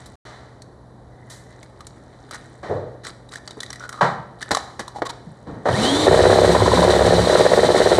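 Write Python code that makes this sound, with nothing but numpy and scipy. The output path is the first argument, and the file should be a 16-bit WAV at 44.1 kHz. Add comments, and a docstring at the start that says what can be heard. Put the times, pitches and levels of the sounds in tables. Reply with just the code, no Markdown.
"""A hand mixer spins up in a quiet kitchen: pulsing air rush, rotor orders as whine, low shaking,
and blades that strike damped bowl modes. Before it, egg shells tick, crackle and scuff in the hands
(noise snaps and short rings) and things knock on counter and bowl (decaying band noise).
Behind lie rustle, room noise and a hum. All is heard through a phone beside the bowl;
its sound drops out for a tenth of a second near the start."""
import sys
import numpy as np
from scipy import signal
from scipy.fft import rfft, irfft
from scipy.io import wavfile
from scipy.ndimage import uniform_filter1d

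SR = 44100
rng = np.random.default_rng(int(sys.argv[2]) if len(sys.argv) > 2 else 0)


def makeup_ratio(level_db):
    """Linear amplitude ratio for a level in decibels (20 dB per factor of ten)."""
    decades = np.asarray(level_db, float) / 20
    return 10 ** decades


def wav_out(sig):
    """Save sig, one row per channel (or a flat mono array), as 16-bit PCM at SR to the path in sys.argv[1]."""
    wavfile.write(sys.argv[1], SR, np.round(np.clip(np.atleast_2d(sig).T, -1, 1) * 32767).astype(np.int16))


N = 352359
TIME = np.arange(N) / SR
BURST_S = TIME[:SR // 2]   # time axis of one short event
GEAR = 20.3   # rotor turns per beater turn
# busy hands and clothes: t/s, relative level/dB
HANDS = [(0, -35.5), (.7, -81), (1.4, -46), (2.0, -49.5), (2.45, -40), (2.95, -60), (3.7, -57),
         (5.65, -48.5)]


def rms_one(x):
    """Scale to rms 1."""
    return x / np.sqrt(np.mean(x ** 2) + 1e-20)


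def in_time(rows):
    """Columns of a curve table, interpolated to one value a sample."""
    s, *columns = np.transpose(rows)
    return [np.interp(TIME, s, c) for c in columns]


def switch(start_s, end_s, fade_s):
    """1 between two moments, 0 outside, with linear fades."""
    return np.clip(np.minimum(TIME - start_s, end_s - TIME) / fade_s + .5, 0, 1)


def coloured(spectrum):
    """White noise shaped by a spectrum (f/Hz, level/dB); rms 1."""
    hz, level_db = np.transpose(spectrum)
    log_hz = np.log(np.arange(N // 2 + 1) * SR / N + 1)
    gain = makeup_ratio(np.interp(log_hz, np.log(hz), level_db))
    return rms_one(irfft(rfft(rng.standard_normal(N)) * gain, N))


def drift(pole_hz):
    """Slow random walk about 0, rms 1: noise through two equal poles, run at every 40th sample."""
    r = np.exp(-2 * np.pi * pole_hz * 40 / SR)
    noise = rng.standard_normal(N // 40 + 2002)
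    slow = signal.lfilter([1], [1, -2 * r, r * r], noise)[2000:]   # settled part
    return np.interp(np.arange(N) / 40, np.arange(len(slow)), rms_one(slow))


def ring(clicks, hz, t60_s):
    """Two-pole resonator: a unit click starts a decaying sine of height 1."""
    r = makeup_ratio(-60 / (max(t60_s, .002) * SR))
    w = 2 * np.pi * hz / SR
    return signal.lfilter([0, np.sin(w)], [1, -2 * r * np.cos(w), r * r], clicks + 1e-18)


def band(x, hz, octaves):
    """First-order band-pass around hz, rms 1."""
    edges_hz = np.clip(hz * 2.0 ** (np.array([-.5, .5]) * octaves), 20, .45 * SR)
    return rms_one(signal.sosfilt(signal.butter(1, edges_hz, "band", fs=SR, output="sos"), x))


def low_pass(x, order, hz):
    """Butterworth low-pass."""
    return signal.sosfilt(signal.butter(order, hz, fs=SR, output="sos"), x)


def add(out, s, sound):
    """Mix a sound in at a time."""
    at = round(s * SR)
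    out[at:at + len(sound)] += sound[:N - at]


def dying(t60_s, rise_s):
    """Short rise times exponential fall, cut at half a second."""
    return (1 - np.exp(-BURST_S / rise_s)) * makeup_ratio(-60 * BURST_S / max(t60_s, .01))


def mixer():
    """One rotor angle drives whine, rush pulses, shaking and, through the gear, the blade blows."""
    # rotor speed: t/s, speed/(turns/s)
    rotor_speed = [(5.65, 0), (5.72, 118), (5.8, 217), (5.85, 250), (5.9, 272), (6.0, 303), (6.15, 322),
                   (6.35, 339), (6.55, 351.5), (6.75, 356), (6.95, 356), (7.15, 353), (7.6, 350.4),
                   (7.85, 351.6), (8.0, 355.5)]
    speed, = in_time(rotor_speed)
    turns = np.cumsum(speed) / SR
    loaded = switch(6.06, 9, 0.021)   # beaters in the batter
    motor = rush(speed, turns, loaded) + whine(speed, turns, loaded) + shaking(turns, loaded)
    switch_on = np.clip((TIME - rotor_speed[0][0]) / 0.00099, 0, 1)
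    return motor * switch_on + bowl_blows(turns)


def rush(speed, turns, loaded):
    """Fan air: coloured noise, louder with speed and when free, pulsing once a rotor turn."""
    # air rush: f/Hz, relative level/dB
    rush_spectrum = [(29, -58), (50, -15), (520, -3.5), (1780, -16.5), (2680, -11.5), (4040, -14.5),
                     (5150, -20.5), (8970, -26), (11700, -44), (15800, -58)]
    base_db, free_db, db_per_octave = -18.5, 2.5, 7
    pulse_depth = 0.32
    level_db = base_db + free_db * (1 - loaded)
    level_db = level_db + db_per_octave * np.log2((speed + 30) / speed.max())
    pulse = 1 + pulse_depth * np.sin(2 * np.pi * turns)
    return makeup_ratio(level_db + 1.4 * drift(20)) * coloured(rush_spectrum) * pulse


def whine(speed, turns, loaded):
    """Sines at rotor orders, height following speed, lifted where they pass a housing resonance."""
    # housing resonance: f/Hz, width/Hz, lift/dB
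    housing_modes = [(3170, 130, 20)]
    # per rotor order at full speed, ahead of lift and drift: level/dB
    free_levels = (-18.5, -23.5, -33.5, -42)
    loaded_levels = (-30, -37, -61, -57)
    out = np.zeros(N)
    for order, free_db, loaded_db in zip((1, 12, 24, 36), free_levels, loaded_levels):
        level_db = free_db + (loaded_db - free_db) * loaded
        for hz, width_hz, lift_db in housing_modes:
            level_db = level_db + lift_db / (1 + ((order * speed - hz) / width_hz) ** 2)
        height = makeup_ratio(level_db + 3.5 * drift(30)) * speed / speed.max()
        phase = 2 * np.pi * order * turns + .3 * np.sqrt(order) * drift(60)
        out += height * np.sin(phase)
    return out


def shaking(turns, loaded):
    """Low sines at beater orders; the counter shakes most while the mixer leans on the bowl."""
    # shaking: multiple of beater speed, relative level/dB
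    shake_orders = [(4, -1), (6, -0.5), (10, -0.5), (14, -7.5)]
    loose_db, lean_db = -34, -26.5
    depth = makeup_ratio(loose_db) * loaded + makeup_ratio(lean_db) * switch(6.08, 7.25, 0.022)
    out = np.zeros(N)
    for order, level_db in shake_orders:
        height = depth * makeup_ratio(level_db + 3.9 * drift(17.0))
        out += height * np.sin(2 * np.pi * round(order) * turns / GEAR + 0.31 * drift(4.6))
    return out


def bowl_blows(turns):
    """Blade blows plus the rattle of the bowl after each; batter softens the contact (low-pass)."""
    start_turns = -0.0228   # beater angle at switch-on
    blows = beater(start_turns + turns / GEAR)
    shaken = uniform_filter1d(np.abs(blows), size=200, origin=99)   # trailing mean
    rattle = 0.4 * shaken * band(rng.standard_normal(N), 1300, 1.8)
    return low_pass(blows + rattle, 3, 2300)


def beater(angle):
    """Each blade on the wall thuds and strikes every bowl mode; the rim gives one higher clack."""
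    # bowl modes: f/Hz, relative level/dB, t60/s
    bowl_modes = [(380, 0.5, 0.07), (424, 2, 0.019), (508, -16.5, 0.15), (1020, -26, 0.15),
                  (1690, -8, 0.01)]
    # wall contacts, one a beater turn: from t/s, to t/s, first angle/turns, last angle/turns, level/dB
    wall_contacts = [(6.075, 6.46, .66, .645, -1), (6.46, 7.2, .635, .65, -5), (6.06, 6.075, .5, .5, -3),
                     (6.12, 6.27, .425, .435, -2.5), (6.27, 6.56, .44, .435, -7),
                     (6.77, 7.19, .44, .46, -6.5), (6.1, 6.31, .175, .17, -3.5),
                     (6.31, 6.49, .165, .155, -7), (6.81, 7.12, .155, .17, -5.5),
                     (7.26, 7.48, .51, .33, -2.5), (7.48, 7.93, .31, .18, -3.5),
                     (7.52, 7.99, .58, .355, -4), (7.26, 7.34, .04, 0, -5), (7.39, 7.46, .2, .13, -5)]
    # rim contacts: from t/s, to t/s, first angle/turns, last angle/turns, level/dB
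    rim_rows = [(6.505, 6.857, .42, .31, -4)]
    at, blow_db = meetings(angle, wall_contacts)
    chance = rng.standard_normal((200, len(bowl_modes) + 1))[:len(at)].T
    out = np.zeros(N)
    for k, (hz, level_db, t60_s) in enumerate(bowl_modes):
        sign = (-1) ** k   # neighbouring modes start in opposite sense
        out += ring(clicks_at(at, sign * makeup_ratio(blow_db + level_db - 5.5 + 3.0 * chance[k])), hz, t60_s)
    thuds = clicks_at(at, makeup_ratio(blow_db + 10 + chance[-1]))
    out += signal.fftconvolve(thuds, thud())[:N]
    at, blow_db = meetings(angle, rim_rows)
    return out + ring(clicks_at(at, makeup_ratio(blow_db)), 1003, .03)


def thud():
    """The wall gives under the blade: a short sine whose pitch drops at once."""
    end_hz, fall_hz, fall_s = 420, 380, 0.003
    cycles = end_hz * BURST_S + fall_hz * fall_s * (1 - np.exp(-BURST_S / fall_s))
    return np.sin(2 * np.pi * cycles) * dying(.022, .0015)


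def clicks_at(at, heights):
    """Single-sample clicks in silence."""
    clicks = np.zeros(N)
    clicks[at] = heights
    return clicks


def meetings(angle, rows):
    """Samples at which a blade passes its point of contact, and each blow in dB."""
    at, blow_db = [], []
    for start_s, end_s, first, last, level_db in rows:
        turn = np.floor(angle - np.interp(TIME, (start_s, end_s), (first, last)))
        inside = (TIME[1:] > start_s) & (TIME[1:] < end_s)
        hits = np.flatnonzero((np.diff(turn) > 0) & inside)
        at = np.r_[at, hits]
        blow_db = np.r_[blow_db, np.full(len(hits), level_db)]
    return at.astype(int), blow_db


def ticks():
    """Shell ticks and taps: a short rough ring, a broad crack, a faint longer tail."""
    # ticks: t/s, relative level/dB, ring f/Hz
    tick_rows = [(0.6206, -26.5, 4350), (1.63, -25.5, 2200), (1.807, -24.5, 1250), (1.869, -20.5, 7060),
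                 (2.311, -17.5, 1300), (2.345, -22, 1650), (3.05, -20, 1810), (3.0686, -15, 2010),
                 (3.291, -34.5, 3890), (3.321, -25, 3840), (3.337, -20, 1520), (3.3573, -18, 1700),
                 (3.477, -18, 4600), (3.5086, -20.5, 3750), (3.605, -13.5, 3500), (3.632, -15, 1930),
                 (3.704, -16, 5680), (3.73, -15, 1990), (3.663, -25, 3700), (3.758, -24, 1870),
                 (3.797, -26, 5770), (3.8923, -15, 1400), (3.928, -19, 1300), (4.427, -13, 1730),
                 (4.5157, -0.5, 1020), (4.5489, -1, 1100), (4.571, -4.5, 780), (4.8802, -19, 1050)]
    out = np.zeros(N)
    for s, level_db, hz in tick_rows:
        noise = rng.standard_normal((2, SR // 2))
        crack_hz = 2700 * makeup_ratio(4.5 * rng.standard_normal())   # no two cracks share a colour
        crack = band(noise[1], crack_hz, 2.4)
        tone = 2 * np.sin(2 * np.pi * hz * BURST_S) + band(noise[0], hz, 0.68)
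        crack_fall = makeup_ratio(-1.5) * dying(0.021, 0.00048) + makeup_ratio(-21.5) * dying(0.12, 0.0035)
        sound = tone * dying(0.018, 0.0016) + crack * crack_fall
        add(out, s - .001, makeup_ratio(level_db - 5.5) * sound)
    return out


def crackle(cracks):
    """Fine clumped snaps dealt to short rings: larger near cracks, dense while a shell caves in."""
    # a shell caves in: t/s, length/s, relative level/dB
    crunch_rows = [(2.325, 0.035, -36.5), (3.043, 0.064, -37.5), (3.322, 0.057, -47), (4.414, 0.0098, -26)]
    busy_db, = in_time(HANDS)
    caving = sum(makeup_ratio(db) * switch(s, s + length_s, 0.016) for s, length_s, db in crunch_rows)
    near_cracks = 2.0 * uniform_filter1d(np.abs(cracks), size=3500)
    sizes = (makeup_ratio(busy_db + 2.0) + near_cracks + caving) * makeup_ratio(5.2 * rng.random(N))
    snaps_per_s = 130.0 * makeup_ratio(5.0 * drift(8)) + 1500 * (caving > 0)
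    snaps = (rng.random(N) < snaps_per_s / SR) * sizes
    dealt = rng.integers(0, 12, N)
    out = np.zeros(N)
    for k, hz in enumerate(np.geomspace(1300, 9500, num=12)):
        out += ring(snaps * (dealt == k), hz, 11.0 / hz)
    return out


def scuffs():
    """Shell dragged or squeezed: uneven slips under a swell, ringing at a pitch, with hiss."""
    # scuffs: t/s, length/s, relative level/dB, ring f/Hz, hiss level/dB
    scuff_rows = [(1.094, 0.62, -54, 2000, -40), (3.802, 0.066, -28, 1450, -17.5),
                  (3.917, 0.089, -30.5, 1250, -18), (4.944, 0.062, -29, 815, -18),
                  (5.051, 0.023, -30, 1070, -3.5), (5.09, 0.021, -26, 920, -5)]
    slips_per_s, slip_t60_s = 600, .025
    out, count = np.zeros(N), len(BURST_S)
    for s, length_s, level_db, hz, hiss_db in scuff_rows:
        swell = np.sin(np.pi * np.clip(BURST_S / length_s, 0, 1)) ** .5
        slips = (rng.random(count) < slips_per_s / SR) * rng.standard_normal(count) * swell
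        rings = ring(slips, hz, slip_t60_s)
        hiss_height = swell + uniform_filter1d(np.abs(rings), size=200)
        hiss = band(rng.standard_normal(count), 2660, 1.3) * hiss_height
        add(out, s, makeup_ratio(level_db) * (rings + makeup_ratio(hiss_db) * hiss))
    return out


def knocks():
    """Heavier knocks: dense band rattle; low, long-ringing bodies build up more slowly."""
    # knocks: t/s, relative level/dB, centre f/Hz, nominal width/octaves, t60/s
    knock_rows = [(0.062, -30.5, 2500, 15, 0.076), (0.253, -33, 990, 4.8, 1),
                  (1.301, -30.5, 2780, 10.5, 0.4), (2.632, -25, 544, 4.4, 0.79),
                  (2.687, -20, 110, 0.84, 0.66), (2.697, -14.5, 477, 1.32, 0.62),
                  (3.572, -25, 380, 1.6, 0.095), (4.012, -3.5, 830, 2.56, 0.35),
                  (4.018, -17.5, 144, 1, 0.62), (4.511, -6, 407, 7.7, 0.098),
                  (4.796, -14.5, 340, 10.7, 0.097), (5.022, -5, 580, 3, 0.046),
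                  (5.268, -11.5, 160, 0.3, 0.14), (5.469, -25, 143, 6.2, 1), (5.657, -8.5, 535, 2.75, 0.4),
                  (5.689, -4.5, 420, 4.3, 0.078), (5.7, -12.5, 79, 2.8, 0.41)]
    out = np.zeros(N)
    for s, level_db, hz, octaves, t60_s in knock_rows:
        rattle = band(rng.standard_normal(SR // 2), hz, octaves)
        rattle = band(rattle, hz, 0.45 * octaves)
        fall = dying(t60_s, 0.0035 * t60_s + 0.18 / hz)
        add(out, s - .003, makeup_ratio(level_db - 4.0) * rattle * fall)
    return out


def kitchen(x):
    """Room reflections: decaying noise of unit energy after 4 ms, duller than the direct sound."""
    t60_s = 0.66
    t = TIME[:SR]
    tail = rng.standard_normal(SR) * makeup_ratio(-60 * t / t60_s) * (t > .004)
    tail = signal.lfilter([1], [1, -.5], tail)
    return signal.fftconvolve(x, tail / np.sqrt(np.sum(tail ** 2)))[:N]


def background():
    """Coloured room noise, a wavering appliance hum, grainy rustle of hands and clothes."""
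    # rustle: f/Hz, relative level/dB
    rustle_spectrum = [(2000, 15.5), (9000, 0.5), (13000, -33)]
    # room noise: f/Hz, relative level/dB
    room_spectrum = [(24, -58), (40, 6), (112, -1.5), (720, -7), (2390, -27), (3910, -30), (11000, -43),
                     (14300, -91)]
    hum_hz, hum_db, room_db = 122.7, -46.5, -44.5
    hum = makeup_ratio(hum_db + 1.0 * drift(1.6)) * np.sin(2 * np.pi * hum_hz * TIME)
    rustle_db = in_time(HANDS)[0] - 10 + 0.96 * drift(45)
    rustle = makeup_ratio(rustle_db) * coloured(rustle_spectrum)
    return makeup_ratio(room_db) * coloured(room_spectrum) + hum + rustle


def scene():
    """Near sources with their reflections, plus background; hand sounds lack extreme treble."""
    cracks = ticks()
    hands = low_pass(cracks + crackle(cracks) + knocks() + scuffs(), 4, 9050)
    near = hands + mixer()
    kitchen_db = -15
    return (near + makeup_ratio(kitchen_db) * kitchen(near) + background())[None]


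def band_limit(x):
    """A steep low-pass at the top of the band."""
    return signal.sosfilt(signal.butter(12, 16430, fs=SR, output="sos"), x)


def record(dry):
    """Phone: low cut, peaks and notches of housing and nearby surfaces, soft overload, dropout."""
    # phone housing and nearby surfaces: f/Hz, width/Hz, gain/dB
    phone_modes = [(1867, 320, 7), (2733, 1240, -18), (3023, 144, 8), (3640, 300, 5), (4013, 227, 9),
                   (5170, 69, -19.5), (6390, 106, -10.5), (7060, 99, -12)]
    x = signal.sosfilt(signal.butter(3, 54.3, "high", fs=SR, output="sos"), dry)
    for hz, width_hz, gain_db in phone_modes:
        w, a = 2 * np.pi * hz / SR, np.pi * width_hz / SR
        g = makeup_ratio(gain_db / 2)
        x = signal.lfilter([1 + a * g, -2 * np.cos(w), 1 - a * g],
                           [1 + a / g, -2 * np.cos(w), 1 - a / g], x)
    drop_start_s, drop_end_s = .1555, .252
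    present = (TIME < drop_start_s) | (TIME > drop_end_s)
    return band_limit(0.89 * np.tanh(x / 1.008) * present)


dry = scene()
out = record(dry)
wav_out(out)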